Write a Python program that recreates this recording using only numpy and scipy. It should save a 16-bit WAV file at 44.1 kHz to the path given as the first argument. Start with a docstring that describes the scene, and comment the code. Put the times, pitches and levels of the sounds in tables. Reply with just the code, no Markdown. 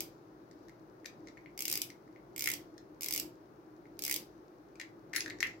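"""Fishing reel clicking in the hands

A fishing reel is held close to a two-microphone phone in a small quiet room. Its drag knob is turned in short
twists, a spring clicking over the teeth; between twists fingers knock and rock the metal spool. Clicks are noisy
snaps plus thuds of the body, knocks are thuds plus cracks of noise, and a few knocks leave the rim ringing.
Shaped noise makes a steady rumble with a hump near 310 Hz, whose bass swells at times, and a soft hiss that swells
too. Something close to the left microphone ticks faintly about ten times a second."""
import sys
import numpy as np
from scipy import signal
from scipy.fft import rfft, irfft
from scipy.io import wavfile
from scipy.ndimage import uniform_filter1d

SR = 44100
rng = np.random.default_rng(int(sys.argv[2]) if len(sys.argv) > 2 else 0)


def bounce(signal):
    """Save signal as a 16-bit WAV file at the path given by the first command-line argument."""
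    frames = np.transpose(np.atleast_2d(signal))
    limited = np.clip(frames, -1, 1)
    pcm = np.round(limited * 32767).astype(np.int16)
    wavfile.write(sys.argv[1], SR, pcm)


N = 246950  # length [samples]

# the spring snapping over a tooth: (time [s], snap level [dB], reel body level [dB])
CLICKS = [(0.0056, -15, -46), (1.5769, -24, -45.5), (1.5911, -20, -44), (1.6061, -17, -47.5),
          (1.6223, -16, -45), (1.654, -14.5, -40.5), (1.6804, -13.5, -42), (1.6991, -14.5, -45.5),
          (1.714, -14, -51), (1.7266, -12, -44), (1.7391, -18, -41.5), (1.755, -14.5, -40),
          (1.7746, -13.5, -47), (1.8176, -14, -49), (2.3624, -25, -43.5), (2.3798, -21, -42.5),
          (2.394, -19, -44.5), (2.408, -17, -43), (2.4223, -15.5, -39.5), (2.441, -15.5, -43),
          (2.4584, -14.5, -34), (2.4739, -12.5, -23.5), (2.4877, -14.5, -34.5), (2.5012, -17, -35.5),
          (2.5162, -16.5, -40), (2.5375, -16, -48.5), (3.009, -23, -56.5), (3.0203, -20, -46),
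          (3.0323, -17.5, -48.5), (3.044, -16.5, -44), (3.061, -17.5, -42), (3.0853, -16.5, -41.5),
          (3.1089, -15.5, -41), (3.1247, -15, -45), (3.1374, -14, -48.5), (3.1486, -18, -40),
          (3.1618, -15, -41.5), (3.1773, -14, -51), (3.1987, -14.5, -49), (3.9917, -24, -49.5),
          (4.0219, -18.5, -56), (4.0379, -16, -53), (4.0506, -15, -49), (4.064, -17.5, -41.5),
          (4.0793, -17.5, -37), (4.097, -15, -35), (4.112, -12, -33), (4.1256, -14.5, -44),
          (4.1412, -14, -45.5), (4.162, -14.5, -43.5)]
# the spool knocking against fingers and shaft:
# (time [s], reel body level [dB], body pitch [Hz], crack level [dB], treble level [dB])
KNOCKS = [(0.512, -60, 1930, -49.5, -67), (0.6832, -56, 1840, -49, -60), (0.694, -52, 2000, -51, -63),
          (1.045, -47.5, 1970, -55, -64), (1.0555, -42.5, 1810, -38, -61), (1.0585, -42, 2390, -33.5, -48),
          (1.272, -49, 2060, -44.5, -68), (1.2844, -51.5, 2050, -45.5, -67), (1.3716, -48, 1950, -59, -73),
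          (1.3754, -49, 2170, -58, -74), (1.4593, -45, 2130, -63, -74), (1.9014, -45.5, 2080, -38.5, -54),
          (2.0777, -59, 1970, -64, -77), (2.1602, -51.5, 2080, -64, -79), (2.779, -53, 1800, -42.5, -60),
          (3.8548, -54.5, 2050, -73, -80), (4.7553, -56, 2380, -50, -71), (4.7978, -39.5, 2150, -34.5, -51),
          (4.7998, -36.5, 1990, -44, -55), (4.8129, -37.5, 2010, -35, -53), (5.1318, -38, 2000, -38, -55),
          (5.1351, -32, 1930, -33, -48), (5.1478, -34, 1850, -37, -49), (5.1526, -32, 2080, -34, -37),
          (5.1615, -27, 2020, -19, -26), (5.1657, -34.5, 1650, -26.5, -37), (5.1801, -32.5, 1900, -44, -37),
          (5.2056, -36.5, 2530, -22.5, -38), (5.2601, -32.5, 1780, -36.5, -51),
          (5.279, -36.5, 1780, -40, -49), (5.299, -38, 1830, -33, -52), (5.305, -35, 2040, -47, -56),
          (5.386, -52, 1820, -47, -74), (5.4042, -33, 2020, -25, -44), (5.4068, -36, 1930, -35, -46),
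          (5.4276, -19, 2007, -25.5, -35.5), (5.4693, -42, 2260, -38, -47)]
# swells of rumble and hiss; at 0.0 s the hiss is the dying room tail of clicks just before:
# (time of the strongest moment [s], swell of the rumble [dB], swell of the hiss [dB])
SWELLS = [(0.0, 10.5, 28), (0.64, 2.5, 6), (1.28, 5, 6), (1.78, 4.5, 11), (2.55, 8, 18), (3.24, 9, 9),
          (4.18, 6.5, 19), (5.29, 6.5, 4), (5.49, 5.5, 20)]
BODY_RISE_S = 0.0012  # time for a thud to reach its peak


def undb(db):
    """Turn decibels into a plain multiplier."""
    return 10 ** (np.asarray(db) / 20)


def shape(points, hz):
    """Read a (frequency [Hz], level [dB]) table along a logarithmic frequency axis."""
    table_hz, db = np.transpose(points)
    return np.interp(np.log(hz + 1), np.log(table_hz), db)


def colour(x, points):
    """Give a sound the tone in a table, with a filter that never answers before its input (folded cepstrum)."""
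    hz = np.fft.rfftfreq(1024, 1 / SR)
    cepstrum = irfft(np.log(undb(shape(points, hz))))
    # folding the second half onto the first puts the whole response after the blow
    cepstrum[1:512] *= 2
    cepstrum[513:] = 0
    response = irfft(np.exp(rfft(cepstrum)))
    return signal.fftconvolve(x, response)[:N]


def band(x, lo_hz, hi_hz):
    """Keep mainly the frequencies between two limits."""
    sos = signal.butter(2, [lo_hz, min(hi_hz, .45 * SR)], "band", fs=SR, output="sos")
    return signal.sosfilt(sos, x)


def blows(s, db, pan_db):
    """Place one impulse per event in each channel; pan_db is left minus right."""
    x = np.zeros((2, N))
    place = np.round(s * SR).astype(int)
    size = undb(db + np.array([pan_db, -pan_db]) / 2)
    np.add.at(x, (slice(None), place), size)
    return x


def fade(x, t60):
    """Turn each impulse into a decay that falls 60 dB in t60 seconds."""
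    return signal.lfilter([1], [1, -np.exp(-np.log(1000) / (t60 * SR))], x)


def hump_up(x, rise):
    """Turn each impulse into a hump that peaks at its own size after rise seconds."""
    p = np.exp(-1 / (rise * SR))
    return signal.lfilter([0, np.e / (rise * SR)], [1, -2 * p, p * p], x)


def rattle(envelope):
    """Put separate noise at each microphone port, as loud as the envelope says."""
    return envelope * rng.standard_normal((2, N))


def swell_curve(s, db, rise_s, fall_s):
    """Add up the swells in dB, each rising to a peak and falling away."""
    late = np.arange(N) / SR - s[:, None]
    return db @ np.exp(np.where(late < 0, late / rise_s, -late / fall_s))


def rumble():
    """Room noise, alike at both ports in the bass and unlike above; only the bass swells."""
    # tone of the rumble: (frequency [Hz], relative level per Hz [dB])
    tone = [(22, -50.5), (38, -20), (58, -10.5), (75, -32), (107, -8.5), (173, -10), (260, -12), (310, 2.5),
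            (453, -11), (790, -18), (1490, -26.5), (2460, -36.5), (4410, -50.5), (7310, -54),
            (16000, -45.5)]
    # difference between the ports: (frequency [Hz], side minus mid [dB])
    side_table = [(60, -7), (110, -10), (200, -16.5), (380, -11.5), (700, -0.5), (1290, 3), (2380, -1.5),
                  (4400, -0.5), (8120, 3), (15000, -2)]
    # balance of the ports: (frequency [Hz], left minus right [dB])
    pan_table = [(60, 0), (110, 0.5), (200, -2.5), (380, 2.5), (700, 2), (1290, 6), (2380, 2.5),
                 (4400, 10.5), (8120, -3), (15000, 4)]
    rest_db, rise_s, fall_s = -58.5, 0.21, 0.078  # bass level between swells, and the swell times
    upper_db = -57.5  # gain of the part that does not swell

    hz = np.fft.rfftfreq(N, 1 / SR)
    mid, side = rfft(rng.standard_normal((2, N))) * undb(shape(tone, hz))
    side = side * undb(shape(side_table, hz))
    pan_db = shape(pan_table, hz)
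    x = np.array([mid + side, mid - side]) * undb(np.array([pan_db, -pan_db]) / 2)
    # gentle split: the two parts are equal at 800 Hz
    bass_share = 1 / (1 + (hz / 800) ** 2)
    bass = irfft(x * bass_share, N)
    upper = irfft(x * (1 - bass_share), N)
    s, db, _ = np.transpose(SWELLS)
    swelling_bass = bass * undb(rest_db + swell_curve(s, db, rise_s, fall_s))
    # both parts are scaled so that the bass between swells sits at rest_db
    return (swelling_bass + upper * undb(upper_db)) / np.std(bass.mean(0))


def soft_hiss():
    """A narrow band of noise, mostly at the left port, that swells and falls back."""
    rest_db, rise_s, fall_s = -74, 0.088, 0.088  # gain between swells, and the swell times
    s, _, db = np.transpose(SWELLS)
    hiss = band(band(rng.standard_normal((2, N)), 3600, 6500), 3000, 7000)
    port_gain = undb([[4.0], [-3.0]])  # left, right
    return hiss * port_gain * undb(rest_db + swell_curve(s, db, rise_s, fall_s))


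def clicker():
    """The spring snaps sharply off a tooth, then rattles as noise for a few milliseconds."""
    # how the snap reaches each microphone port: (frequency [Hz], level [dB])
    port_left = [(1500, -34), (2300, -5), (3500, -4), (4400, -5.5), (4950, 6), (5700, 0), (7600, -7),
                 (9000, -17.5), (10500, -2), (12000, 0), (16000, -4)]
    port_right = [(1500, -12.5), (2600, -5.5), (3900, -5.5), (5000, 2.5), (7000, 3.5), (8200, 4.5),
                  (9500, -5), (10500, -1), (12500, 5.5), (16000, 1)]
    pan_db, pan_spread_db = 1.7, 1.5  # left minus right, and how much it varies from click to click
    left_t60_s, right_t60_s = .014, .011  # time for the rattle to fall 60 dB
    rattle_db = -9  # rattle against snap

    s, snap_db, _ = np.transpose(CLICKS)
    hit = blows(s, snap_db, pan_db + pan_spread_db * rng.standard_normal(len(s)))
    envelope = np.array([fade(hit[0], left_t60_s), fade(hit[1], right_t60_s)])
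    snap = hit + undb(rattle_db) * rattle(envelope)
    return np.array([colour(snap[0], port_left), colour(snap[1], port_right)])


def thud(s, db, hz, pan_db):
    """The body modes grow for two or three cycles of the main pitch and die in a few more."""
    # ways the reel body shakes: (multiple of the body pitch, level [dB])
    modes = [(.6, -19), (1, -0.5), (1.3, -9), (1.6, -16.5), (2.05, -16)]
    x, t = np.zeros((2, N)), np.arange(SR // 50) / SR
    hump = (t / BODY_RISE_S * np.exp(1 - t / BODY_RISE_S)) ** 2
    for k in range(len(s)):
        start = int(s[k] * SR)
        hard_db = 0.24 * (db[k] + 20)  # light taps wake mostly the main mode
        wave = 0
        for multiple, mode_db in modes:
            gain = undb(mode_db + hard_db * (multiple != 1))
            wave = wave + gain * np.sin(2 * np.pi * multiple * hz[k] * t)
        port_db = db[k] + np.array([[pan_db[k]], [-pan_db[k]]]) / 2
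        x[:, start:start + len(t)] += undb(port_db) * hump * wave
    return x


def body(lean_db):
    """The hand-damped reel body thuds at clicks and knocks, mostly toward the left port."""
    base_hz = 2200  # pitch for a click of -41 dB, before a small random change
    click_pan_db, knock_pan_db = 12.5, 9.5  # left minus right
    s, _, db = np.transpose(CLICKS)
    # harder blows reach the lower, heavier parts of the body
    hz = base_hz * (1 - .005 * (db + 41)) * (1 + .02 * rng.standard_normal(len(s)))
    clicks = thud(s - BODY_RISE_S / 2, db, hz, np.full(len(s), click_pan_db))
    s, db, hz, _, _ = np.transpose(KNOCKS)
    return clicks + thud(s, db, hz, knock_pan_db + lean_db)


def room(x):
    """Walls and a nearby box answer with an echo and a diffuse tail that builds up, then fades.
    The reel never rests in the hands, so four reflection patterns take turns at random."""
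    # tail of the room: (middle of the band [Hz], level [dB], time to fall 60 dB [s])
    tail_bands = [(2000, -28, 0.24), (5960, -34, 0.14), (14000, -34.5, 0.21)]
    box_lag_s, box_left_db, box_right_db = .0033, -22, -9  # echo off the box
    t, out = np.arange(SR // 2) / SR, 0
    # a new pattern is drawn every 512 samples (about 12 ms)
    pose = np.repeat(rng.integers(0, 4, N // 512 + 1), 512)[:N]
    for k in range(4):
        tail = 0
        for hz, db, t60 in tail_bands:
            noise = band(rng.standard_normal((2, len(t))), hz / 2.46, hz * 1.95)
            tail = tail + undb(db - 60 * t / t60) * noise
        tail *= 1 - np.exp(-t / 0.0029)
        tail[:, int(box_lag_s * SR)] += undb((box_left_db, box_right_db))
        in_pose = uniform_filter1d(1. * (pose == k), size=200)  # smooth hand-over
        out = out + signal.fftconvolve(x * in_pose, tail, axes=1)[:, :N]
    return out


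def tick():
    """A faint dry tick, a short burst of a narrow band, even in time but not in size."""
    start_s, period_s = .0796, .10239
    mean_db, spread_db, pan_db = -49, 3.5, 13.5  # impulse level, its variation, left minus right
    s = np.arange(start_s, N / SR - .01, period_s)
    db = mean_db + spread_db * rng.standard_normal(len(s))
    impulses = blows(s, db, np.full(len(s), pan_db))
    return band(band(impulses, 3900, 6800), 3300, 8000)


def cracks(lean_db):
    """The brighter part of each knock: humps of noise in a middle band and a treble band."""
    crack_pan_db, treble_pan_db = 2.5, -1  # left minus right
    rise_s = 0.0009
    s, _, _, crack_db, treble_db = np.transpose(KNOCKS)
    crack_hump = hump_up(blows(s, crack_db, crack_pan_db + lean_db), rise_s)
    crack = band(band(rattle(crack_hump), 3800, 7000), 3000, 8500)
    treble_hump = hump_up(blows(s, treble_db, treble_pan_db + lean_db), rise_s)
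    treble = band(rattle(treble_hump), 9600, 15800)
    return crack + treble


def rim():
    """A few knocks leave the spool rim ringing as fading sines; its close pair of modes beats."""
    # tones of the spool rim: (frequency [Hz], time to fall 60 dB [s])
    rim_modes = [(7325, .55), (11150, .2), (11187, .08), (13380, .12)]
    # knocks that set it ringing: (time [s], then the level of each of the four rim tones [dB])
    rim_blows = [(1.06, -99, -99, -99, -60), (5.16, -62, -39, -57, -54), (5.404, -80, -70, -73, -54),
                 (5.43, -67, -75, -87, -68)]
    s, *mode_db = np.transpose(rim_blows)
    out = 0
    for (hz, t60), db in zip(rim_modes, mode_db):
        # one step of a spinning, shrinking arrow; its imaginary part is the fading sine
        pole = np.exp(2j * np.pi * hz / SR - np.log(1000) / (t60 * SR))
        hits = blows(s, db, np.full(len(s), 3.0))
        out = out + signal.lfilter([1], [1, -pole], hits).imag
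    return out


def scene():
    """Add up the reel, its reflections, the hiss, the room noise and the tick."""
    knock_pan_spread_db = 1.5  # each knock leans a little left or right
    right_lag = 3  # samples by which snaps and cracks reach the right port later
    lean_db = knock_pan_spread_db * rng.standard_normal(len(KNOCKS))
    bright = clicker() + cracks(lean_db)
    bright = np.array([bright[0], np.roll(bright[1], right_lag)])
    thuds = body(lean_db)
    # the walls hear the body from all sides
    walls = room(bright + thuds.mean(0))
    return bright + thuds + rim() + walls + soft_hiss() + rumble() + tick()


def record(dry):
    """The microphones have a dip near 10 kHz; the phone cuts the deep bass and the top."""
    top_hz = 15900
    dry = dry - 0.36 * band(dry, 9600, 10430)
    dry = signal.sosfilt(signal.butter(3, 34, "high", fs=SR, output="sos"), dry)
    return signal.sosfilt(signal.ellip(8, .2, 70, top_hz, fs=SR, output="sos"), dry)


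dry = scene()
out = record(dry)
bounce(out)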